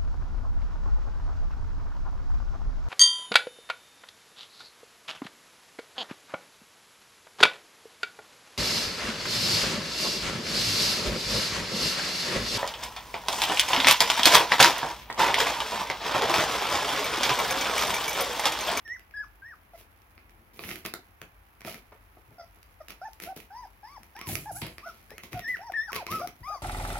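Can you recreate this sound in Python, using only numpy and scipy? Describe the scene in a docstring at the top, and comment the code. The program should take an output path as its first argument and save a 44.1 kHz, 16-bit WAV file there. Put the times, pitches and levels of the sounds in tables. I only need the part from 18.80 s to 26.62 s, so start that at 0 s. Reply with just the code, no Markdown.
"""Young puppies in a wire pen

Puppies whimper in short arched tones and whistle thinly: near-pure tones with faint, patchy overtones.
Claws tick as damped mat modes plus grit; paws scuff as stick-slip grains; bodies bump as low noise.
Jolts ring the pen's frame and wires. Sources get short room tails over faint room air; two ports hear all.
"""
import sys
import numpy as np
from scipy import signal
from scipy.fft import rfft, irfft
from scipy.io import wavfile
from scipy.ndimage import uniform_filter1d

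SR = 44100
rng = np.random.default_rng(int(sys.argv[2]) if len(sys.argv) > 2 else 0)


def generate_wav(sig):
    """Save sig (samples, or channels by samples) to the path in sys.argv[1] as 16-bit PCM at SR."""
    pcm = np.round(np.clip(np.atleast_2d(sig).T, -1, 1) * 32767).astype(np.int16)
    wavfile.write(sys.argv[1], SR, pcm)


N = 344862
TOP_HZ = 15900  # upper edge of the microphone and of the overtones

# paws sliding over the mat: start/s, peak/s, end/s, level/dB, treble/dB, added weight/dB
SCUFFS = [(0.921, 0.999, 1.06, -48.5, 6, -20), (1.478, 1.57, 1.74, -72.5, -7, 22),
          (1.735, 1.902, 2.04, -36, 5.5, 1.5), (2.044, 2.051, 2.11, -34.5, 4.5, 1),
          (2.84, 2.875, 3.00, -33.5, 2.5, -7), (4.08, 4.1, 4.15, -40, 0, -2.5),
          (4.401, 4.429, 4.52, -37.5, 4.5, -1), (4.558, 4.561, 4.67, -42, 4.5, -12),
          (5.459, 5.487, 5.66, -31.5, 7, 2.5), (5.812, 5.818, 5.93, -30, -42, -3.5),
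          (5.979, 6.083, 6.36, -49.5, 2.5, -1.5), (6.42, 6.44, 6.51, -43.5, 2, 3),
          (6.514, 6.523, 6.66, -41, 1.5, 4.5), (6.671, 6.681, 6.82, -43, 4.5, 0.5),
          (7.126, 7.156, 7.23, -31.5, -0.5, -6.5), (7.291, 7.313, 7.48, -33.5, 4.5, 6),
          (7.56, 7.687, 7.81, -56, 11, -8)]
# rasp of a paw on the mat: f/Hz, gain/dB
RASP = [(60, -22), (200, 2), (350, 5), (600, 2.5), (1400, -5.5), (2300, 2), (3400, -3), (5500, -5.5),
        (8000, -14.5), (15000, 1)]


def undb(db):
    """Decibels to gain."""
    return 10 ** (np.asarray(db) / 20)


def unit(x):
    """Scale to an rms of one."""
    return x / np.sqrt(np.mean(x ** 2) + 1e-20)


def read(points, hz):
    """Value of a (f/Hz, dB) spectrum at hz, on a log-frequency axis."""
    f, value = np.transpose(points)
    return np.interp(np.log(np.maximum(hz, 1)), np.log(f), value)


def colour(x, points, size=4096):
    """Minimum-phase filter with the gain of (f/Hz, dB) points, by folding the cepstrum."""
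    log_gain = np.log(undb(read(points, np.fft.rfftfreq(size, 1 / SR))))
    cepstrum = irfft(log_gain)
    cepstrum[1:size // 2] *= 2
    cepstrum[size // 2 + 1:] = 0
    response = irfft(np.exp(rfft(cepstrum)))
    filtered = signal.fftconvolve(np.atleast_2d(x), response[None], axes=1)
    return filtered[:, :x.shape[-1]].reshape(x.shape)


def band(x, hz, kind, order=2):
    """Butterworth filter."""
    return signal.sosfilt(signal.butter(order, hz, kind, fs=SR, output="sos"), x)


def walk(n, rate_hz):
    """Smoothed random steps at rate_hz; spread near one."""
    k = max(int(SR / rate_hz), 1)
    steps = np.repeat(rng.standard_normal(n // k + 1), k)
    return uniform_filter1d(steps, k)[:n] * np.sqrt(3 / 2)


def add(out, s, sound, pan_db=0):
    """Mix a sound into both channels at time s; pan_db is left minus right."""
    i = max(int(s * SR), 0)
    sound = np.atleast_2d(sound)[:, :max(N - i, 0)]
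    out[:, i:i + sound.shape[1]] += sound * undb(np.array([[pan_db], [-pan_db]]) / 2)


def grains(n, rate_hz, spread_db):
    """Dense tiny slips of either sign: many small ones and a few large."""
    chance = rng.random((n, 3))
    size = undb(spread_db * np.minimum(-np.log(1 - chance[:, 0]), 4))
    happens = chance[:, 1] < rate_hz / SR
    return unit(happens * size * np.sign(chance[:, 2] - .5))


def ring(modes, t):
    """Free decay of (f/Hz, level/dB, t60/s) modes."""
    return sum(undb(db) * np.sin(2 * np.pi * hz * t) * np.exp(-np.log(1000) * t / t60_s)
               for hz, db, t60_s in modes)


def brighten(x, treble_db):
    """Sharper contact gives more of the top octave."""
    return colour(x, [(5000, 0), (10000, treble_db)], size=256)


def air(level_db=-54.5, waver_db=0.04):
    """Steady room rumble, much alike in both channels, under a faint hiss that is less so."""
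    # room air: f/Hz, relative density/dB
    air_spectrum = [(25, -12), (36, -14), (46, 12), (62, 1.5), (80, 3), (98, 1.5), (140, -12), (300, -12),
                    (500, -17.5), (850, -12), (2200, -19.5), (4000, -35), (8000, -45), (15000, -19)]
    mid, side = rng.standard_normal((2, N))
    side = 0.19 * side + 1.2 * band(side, 1000, "high", order=1)
    noise = unit(colour(np.array([mid + side, mid - side]), air_spectrum, size=16384))
    return undb(level_db + waver_db * walk(N, 2.66)) * noise


def fidgeting(early_db=-70, late_db=-62, treble_db=7):
    """Faint stick-slip rustle of fur and small feet, busier as the litter piles up: its level climbs."""
    slips = np.array([grains(N, 500, 4) for _ in range(2)])
    rustle = brighten(unit(colour(slips, RASP)), treble_db)
    return rustle * undb(np.linspace(early_db, late_db, N))


def bumps(rise_s=0.0016, fall_s=0.012, trim_db=3):
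    """Soft contacts of paws and bodies push for longer, so they carry little treble."""
    # contacts: t/s, level before trim and envelope/dB, upper edge/Hz
    contacts = [(0.08, -59, 520), (0.384, -70, 520), (1.375, -66, 1610), (1.58, -63, 140),
                (1.851, -42, 130), (2.417, -46.5, 477), (2.848, -38.5, 480), (2.944, -46, 507),
                (3.119, -47, 1500), (3.368, -51, 760), (3.482, -46.5, 125), (3.51, -52, 458),
                (3.77, -57, 800), (4.564, -43, 380), (5.20, -45.5, 134), (5.821, -35, 207),
                (6.314, -45, 590), (6.53, -44.5, 336), (6.538, -30.5, 151), (7.298, -37.5, 107),
                (7.469, -42, 250), (7.601, -38.5, 89)]
    out, t = np.zeros((2, N)), np.arange(SR // 4) / SR
    push = (1 - np.exp(-t / rise_s)) * np.exp(-t / fall_s)
    for s, db, edge_hz in contacts:
        thud = unit(band(rng.standard_normal(len(t)), [edge_hz / 4.9, edge_hz], "band"))
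        add(out, s, undb(db + trim_db) * thud * push)
    return out


def pen(chatter_s=0.0033, clash_db=-2, clash_s=0.073, thud_rise_s=0.0014, clash_hz=7500):
    """A jolt rocks the frame; the wire panels chatter against each other and ring on."""
    # jolts: t/s, frame thud/dB, wire shiver/dB
    jolts = [(5.473, -36.5, -33), (5.522, -36.5, -34.5), (5.715, -44, -39), (5.75, -44.5, -34.5)]
    # frame modes: f/Hz, level/dB, t60/s
    frame_modes = [(64.7, -11.5, 1), (99.7, 3.5, 0.24), (138, -8.5, 0.79), (156.3, -6, 0.35),
                   (305.3, -12, 0.56)]
    # wire modes: f/Hz, level/dB, t60/s
    wire_modes = [(2869, -14, .5), (6977, -6, .45), (7900, -8, .4), (10170, 0, .4), (10870, 0, .45),
                  (11225, -3, .5), (11353, -3, .4), (11726, 0, .4), (12050, -6, .5), (12709, 1, .35),
                  (13750, 1, .4), (14340, -6, .5), (14790, -5, .3)]
    out, t = np.zeros((2, N)), np.arange(SR // 2) / SR
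    thud = ring(frame_modes, t) * (1 - np.exp(-t / thud_rise_s))
    for s, thud_db, wire_db in jolts:
        contacts = np.array([grains(len(t), 5000, 4.5) for _ in range(2)]) * (1 - np.exp(-t / .002))
        chatter = contacts * np.exp(-t / chatter_s)
        wires = signal.fftconvolve(chatter, ring(wire_modes, t)[None], axes=1)[:, :len(t)]
        wires = undb(-8) * wires / wires[:, :SR // 20].std()  # level set over the first 50 ms
        clash = band(contacts, clash_hz, "high") * np.exp(-t / clash_s) * undb(clash_db)
        add(out, s, undb(wire_db) * (wires + clash) + undb(thud_db) * thud)
    return out


def paws(slip_rate_hz=1900, spread_db=4.0, rise_db=20, fall_db=22, weight_db=-9, trim_db=-1):
    """A sliding paw sticks and slips; the weight behind it makes the mat rumble."""
    out = np.zeros((2, N))
    for start, peak, end, db, treble_db, heavy_db in SCUFFS:
        t = np.arange(start, end, 1 / SR)
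        press = undb(db + np.interp(t, [start, peak, end], [-rise_db, 0, -fall_db]))
        slips = grains(len(t), slip_rate_hz, spread_db)
        apart = band(grains(len(t), slip_rate_hz, spread_db), 1600, "high") * 0.66  # widens the treble
        rasp = brighten(unit(colour(np.array([slips + apart, slips - apart]), RASP)), treble_db)
        rumble = unit(band(slips, [80, 380], "band")) * undb(weight_db + heavy_db)
        add(out, start, (rasp + rumble) * press * undb(trim_db))
    return out


def catches(count=3, above_db=-43, scatter_db=1.5, pan_spread_db=13):
    """Chance claw taps of a hard-pressed sliding paw, gathered round its peak; rows as in claws()."""
    peak_offset_db, crunch_offset_db = -6.5, -11.5  # over the scuff's level
    rows = []
    for start, peak, end, db, *_ in SCUFFS:
        if db <= above_db:  # only the pad slides
            continue
        for when, size, side in rng.standard_normal((count, 3)):
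            s = np.interp(when, [-3, -.5, 3], [start, peak, end])
            catch_db = db + scatter_db * size
            rows.append((s, catch_db + peak_offset_db, catch_db + crunch_offset_db, pan_spread_db * side))
    return rows


def claws(tap_trim_db=3, crunch_trim_db=17, settle_s=0.00044, crunch_fall_s=0.0013, detune=0.089):
    """Each tap rings claw and mat for some milliseconds, and crunches as the claw settles."""
    # distinct taps on mat and wire, before trims: t/s, peak/dB, crunch/dB, left-right/dB
    taps = [(0.078, -41, -52, 0), (0.1947, -41.5, -52, 5), (0.3102, -46.5, -60, 5), (1.2185, -59, -59, -1),
            (1.3785, -40, -78, 0), (1.4947, -50, -59, 0), (1.7924, -30, -63, -5), (1.8374, -28, -48, -3),
            (1.8422, -31, -55, -4), (1.8902, -28, -50, -3), (1.9076, -30, -57, -2),
            (1.9131, -26.5, -55, -4), (1.957, -34.5, -39, -5), (2.0514, -26.5, -49, 0),
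            (2.0565, -27, -47, 4), (2.061, -28, -31, -3), (2.1381, -23, -30, 0.5), (2.4161, -30, -42, 2.5),
            (2.807, -39.5, -48.5, 1), (2.8168, -38.5, -49, 2), (2.8486, -31.5, -45, -1),
            (2.9434, -33, -41, 4), (3.8292, -49, -51, 0), (4.0836, -34, -43, 0), (4.104, -35.5, -46, -7),
            (4.3324, -58, -46, 0), (4.4006, -33, -39, 0.5), (4.4214, -42, -38, -5), (4.563, -48, -46, -2),
            (5.232, -44.5, -48, 3), (5.3647, -37, -48, 3), (5.3906, -34.5, -44.5, 2),
            (5.4131, -29, -40.5, 2.5), (5.8192, -30, -56, -14), (5.869, -34.5, -47, 3),
            (5.982, -30, -42.5, 2.5), (6.3052, -38, -46, 6), (6.3809, -32.5, -41, 2),
            (6.4352, -34, -41.5, 3.5), (6.5306, -30, -41.5, 10), (6.5932, -32.5, -38, 4),
            (6.769, -35, -52, 3), (6.9207, -34, -45, 6), (7.119, -32, -42, 4), (7.1303, -22.5, -34, 2.5),
            (7.1624, -24, -36, 10.5), (7.2664, -26, -38, 3), (7.3242, -28, -45.5, 13),
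            (7.4735, -31.5, -36, 7)]
    # claw click and dull mat ring: f/Hz, level/dB, t60/s
    tick_modes = [(336, -10.5, 0.017), (736, -16, 0.018), (1225, -10, 0.015), (2003, 0, 0.0065),
                  (2585, 0.5, 0.0056), (3570, -9, 0.0046), (5270, -9.5, 0.005)]
    # crunch of the settling claw: f/Hz, gain/dB
    crunch_spectrum = [(300, -40), (2500, -2), (5500, -0.5), (8000, -8.5), (11000, 0.5), (15000, 7.5)]
    out, t = np.zeros((2, N)), np.arange(2048) / SR
    settle = (1 - np.exp(-t / settle_s)) * np.exp(-t / crunch_fall_s)
    for s, db, crunch_db, pan_db in list(taps) + catches():
        size = 1 + detune * rng.standard_normal(len(tick_modes))
        # neighbouring modes start in opposite directions
        click = sum((-1) ** i * ring([(hz * size[i], mode_db, t60_s)], t)
                    for i, (hz, mode_db, t60_s) in enumerate(tick_modes))
        click = undb(db + tap_trim_db) * click / np.abs(click).max()
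        slips = np.array([grains(len(t), 20000, 3) for _ in range(2)])
        crunch = unit(colour(slips, crunch_spectrum, size=256)) * settle
        add(out, s, click + undb(crunch_db + crunch_trim_db) * crunch, pan_db)
    return out


def arch(start, rise_s, fall_s, start_hz, top_hz, end_hz, drop_power,
         climb_power=1.4, scoop=0.048, scoop_s=0.00695):
    """Times and pitch of one call: it climbs as the puppy pushes and drops as the push gives out."""
    t = np.arange(0, rise_s + fall_s, 1 / SR)
    climb = np.sin(np.pi / 2 * np.minimum(t / rise_s, 1)) ** climb_power
    drop = np.maximum((t - rise_s) / fall_s, 0) ** drop_power
    hz = start_hz + (top_hz - start_hz) * climb + (end_hz - top_hz) * drop
    return start + t, hz * (1 + scoop * np.exp(-t / scoop_s))  # starts a little sharp


def ease(n):
    """How far the effort is below its top: one at both ends of a call, zero in the middle."""
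    return np.linspace(-1, 1, n) ** 2


def voice(hz, db, overtone_db, jitter=0.0072, low_jitter=0.025, shimmer_db=1.24, attack_s=0.0035,
          release_s=0.0038, overtone_trim_db=-2.5, effort_db=4.5, count=10):
    """A nearly pure tone with faint, patchy overtones; the folds beat less evenly as the pitch sags."""
    # what throat and nose pass of the overtones: f/Hz, gain/dB
    throat = [(1200, 10), (1500, 12), (1900, 3), (2400, -4), (2900, -18), (3500, -10), (4200, -20),
              (5000, 1), (5700, -2), (6600, -18), (9000, -25), (11000, -17), (15000, -34)]
    t = np.arange(len(hz)) / SR
    slack = np.clip((1000 - hz) / 350, 0, 1)
    hz = hz * (1 + (jitter + low_jitter * slack) * walk(len(t), 350))
    phase = 2 * np.pi * np.cumsum(hz) / SR
    k = np.arange(2, count + 1)[:, None]
    patchy_db = 3.8 * np.array([walk(len(t), 55) for _ in k])
    # slack folds close softly, which leaves less above the octave
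    dull_db = -8 * slack * (k > 2)
    gain = undb(read(throat, k * hz) + patchy_db + dull_db) * (k * hz < TOP_HZ)
    overtones = (gain * np.sin(k * phase)).sum(0)
    # overtones are strongest in mid-call, where the effort is greatest
    overtone_level_db = overtone_db + overtone_trim_db - effort_db * ease(len(t))
    tone = undb(db) * np.sin(phase) + undb(overtone_level_db) * overtones
    gate = np.sin(np.pi / 2 * np.clip(np.minimum(t / attack_s, (t[-1] - t) / release_s), 0, 1)) ** 2
    shimmer = undb(shimmer_db * (1 + slack) * walk(len(t), 202.7))
    return np.sqrt(2) * tone * gate * shimmer


def whistles(trim_db=-0.5, flip_s=0.01, collapse_db=17, drop_power=4.9, crack_eases=0.566, crack_db=7):
    """High arches that hold their top, then collapse; a brief crack makes them lower and reedier."""
    # calls: start/s, rise/s, fall/s, start/Hz, top/Hz, end/Hz, crack after/s, crack length/s,
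    # crack depth/share of pitch, overtones before trim/dB, left-right/dB
    calls = [ (0.048, .078, 0.047, 1790, 2033, 1180, 0.023, .058, 0.1, -62, 0.5),
             (0.337, .028, .084, 1613, 1735, 994, 0.0304, 0.0274, 0.05, -62.5, 6.5),
             (6.612, .084, .068, 1850, 2010, 1290, .030, 0.045, .11, -60, 4.5),
             (6.935, 0.036, 0.14, 1700, 1904, 1082, 0.032, 0.059, .1, -57, 8)]
    # loudness of each call, before trim: t/s, level/dB
    call_levels = [
        [(0.05, -54), (0.064, -44.5), (0.122, -32), (0.136, -40), (0.16, -42), (0.168, -48)],
        [(0.338, -45), (0.344, -41.5), (0.408, -31), (0.422, -42), (0.438, -43.5), (0.449, -51)],
        [(6.612, -51), (6.682, -28.5), (6.708, -28.5), (6.728, -34.5), (6.748, -26), (6.756, -39.5),
         (6.762, -40)],
        [(6.935, -37), (6.941, -31), (6.995, -25.5), (7.035, -38), (7.079, -44.5), (7.097, -36), (7.109, -44)],
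    ]
    out = np.zeros((2, N))
    for (*shape, after_s, crack_s, depth, overtone_db, pan_db), levels in zip(calls, call_levels):
        t, hz = arch(*shape, drop_power)
        fallen_octaves = np.log2(np.maximum.accumulate(hz) / hz)
        since_s = t - t[0] - after_s
        cracked = np.clip(.5 + np.minimum(since_s, crack_s - since_s) / flip_s, 0, 1)
        # a crack eases to crack_eases of its depth
        hz = hz * (1 - cracked * depth * np.interp(since_s, [0, crack_s], [1, crack_eases]))
        db = trim_db + np.interp(t, *np.transpose(levels))
        # collapse_db is per octave fallen, up to half an octave
        reedy_db = crack_db * cracked + collapse_db * np.minimum(fallen_octaves, .5)
        add(out, t[0], voice(hz, db, overtone_db + reedy_db), pan_db)
    return out


def whimpers(drop_power=2.15):
    """Arched calls that grow louder where their pitch crosses a resonance of the muzzle."""
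    # calls: start/s, rise/s, fall/s, start/Hz, top/Hz, end/Hz, level/dB, swell (end over start)/dB,
    # bulge (middle over both ends)/dB, overtones before trim/dB, left-right/dB
    calls = [ (0.619, 0.072, 0.055, 1507, 1900, 1070, -42, -2, 4, -72, 4),
             (0.934, 0.015, 0.015, 640, 682, 650, -45, -3, 8, -64.5, -1.5),
             (2.871, .007, 0.023, 620, 648, 630, -41.5, -7, 2, -61, -2),
             (3.581, 0.0075, 0.059, 720, 688, 674, -48.5, -7, 4.5, -58.5, -1),
             (4.002, .005, .017, 630, 634, 600, -43, -15, 16, -61, -1.5),
             (4.214, 0.051, 0.025, 683, 891, 660, -36.5, 2.5, 8.5, -58.5, -2),
             (4.458, 0.057, 0.018, 650, 774, 650, -39, 3, 5.5, -65, -3),
             (4.702, 0.098, 0.062, 738, 1001, 730, -39, 7, 7, -61.5, -0.5),
             (5.030, 0.11, .044, 789, 1169, 691, -47.5, 0.5, -5.5, -60, 2),
             (5.351, 0.081, 0.071, 782, 1132, 685, -46, 5, -3, -56.5, 1),
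             (5.656, 0.026, 0.035, 769, 887, 630, -37.5, 4.5, -1, -57, -2),
             (5.745, .045, 0.011, 620, 850, 810, -46.5, 5, 4, -57, 0),
             (6.026, 0.045, 0.039, 1047, 1469, 1224, -39.5, 2, 2.5, -60, 1),
             (6.058, 0.0044, .028, 680, 667, 625, -38, -3, 16, -56, -4),
             (6.296, 0.074, .042, 1580, 2200, 1960, -50.5, 3, -0.5, -58, 7),
             (6.542, 0.0304, 0.0326, 699, 723, 666, -39, 0, 4, -61.5, -3),
             (6.790, 0.073, 0.046, 650, 962, 622, -43.5, 6, -4, -62, -0.5),
             (7.080, 0.066, 0.087, 758, 1141, 568, -36, 8, 7, -59, -3),
             (7.282, 0.06, 0.082, 953, 1307, 1110, -28.5, 1, 10, -49.5, -1),
             (7.395, 0.042, 0.026, 485, 723, 700, -35.5, 2, 3, -53.5, 0.5),
             (7.630, 0.065, 0.09, 930, 1246, 1011, -30.5, 4.5, 16, -52.5, 4),
             (7.673, 0.018, .012, 666, 802, 630, -46, 2, 4, -72, -2),
             (7.698, 0.035, .030, 600, 847, 583, -41.5, -1, -4, -63, 2)]
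    # what the closed muzzle passes of the fundamental: f/Hz, gain/dB
    muzzle = [(500, -4.5), (730, 2), (860, -2), (1000, -4), (1150, -5.5), (1300, -4), (1720, -2),
              (2200, -10.5)]
    out = np.zeros((2, N))
    for *shape, db, swell_db, bulge_db, overtone_db, pan_db in calls:
        t, hz = arch(*shape, drop_power)
        push_db = db + swell_db * np.linspace(-.5, .5, len(t)) - bulge_db * ease(len(t))
        add(out, t[0], voice(hz, push_db + read(muzzle, hz), overtone_db), pan_db)
    return out


def room(x, wet_db, treble_db, first_s=0.0013, build_s=0.0092):
    """Direct sound plus a short tail off floor and walls; its bass is shared by both channels."""
    # decay: f/Hz, t60/s
    decay_times = [(150, 0.22), (2200, 0.23), (12000, 0.16)]
    t = np.arange(SR // 2) / SR
    hz = np.fft.rfftfreq(len(t), 1 / SR)
    mid, side = rfft(rng.standard_normal((2, len(t))))
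    spread = np.minimum(hz / 2200, 1)
    field = np.array([mid + spread * side, mid - spread * side]) / np.sqrt(1 + spread ** 2)
    centres_hz, t60s = np.transpose(decay_times)
    tail = 0
    for share, t60_s in zip(np.eye(len(t60s)), t60s):
        weight = np.interp(np.log(hz + 1), np.log(centres_hz), share)
        tail = tail + irfft(field * weight, len(t)) * np.exp(-np.log(1000) * t / t60_s)
    tail = unit(tail * np.clip((t - first_s) / build_s, 0, 1)) / np.sqrt(len(t))
    # treble travels in a beam: where the source faces decides how much of it reaches the walls
    sent = colour(x.mean(0), [(2200, 0), (4500, treble_db)], size=256)
    return x + undb(wet_db) * signal.fftconvolve(sent[None], tail, axes=1)[:, :N]


def scene():
    """The floor sounds arrive more by way of the walls than the voices do."""
    knocks = room(bumps() + pen(), wet_db=-5, treble_db=-7)
    floor_sounds = room(fidgeting() + paws() + claws(), wet_db=-3.5, treble_db=-.5)
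    voices = room(whistles() + whimpers(), wet_db=-11.5, treble_db=8)
    return air() + knocks + floor_sounds + voices


def record(dry):
    """Sound reaches the left port first; the ports notch and lift the treble; both ends are cut."""
    # both microphone ports: f/Hz, gain/dB
    port_response = [(1000, -1), (6000, 0), (8400, -2.5), (9200, -9), (10100, 2), (15500, -12)]
    # difference of the ports: f/Hz, left-right/dB
    port_balance = [(60, 3), (300, 0.8), (1100, 3.5), (2300, -6), (4500, -1), (8000, -5.5), (12000, 0.5)]
    left, right = dry[0], np.pad(dry[1], (3, 0))[:N]  # 3 samples late
    ports = np.array([colour(x, [(hz, sign * db / 2) for hz, db in port_balance])
                      for x, sign in ((left, 1), (right, -1))])
    trimmed = band(colour(ports, port_response), 38, "high", order=8)
    return signal.sosfilt(signal.ellip(10, .2, 70, TOP_HZ, fs=SR, output="sos"), trimmed)


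dry = scene()
out = record(dry)
generate_wav(out)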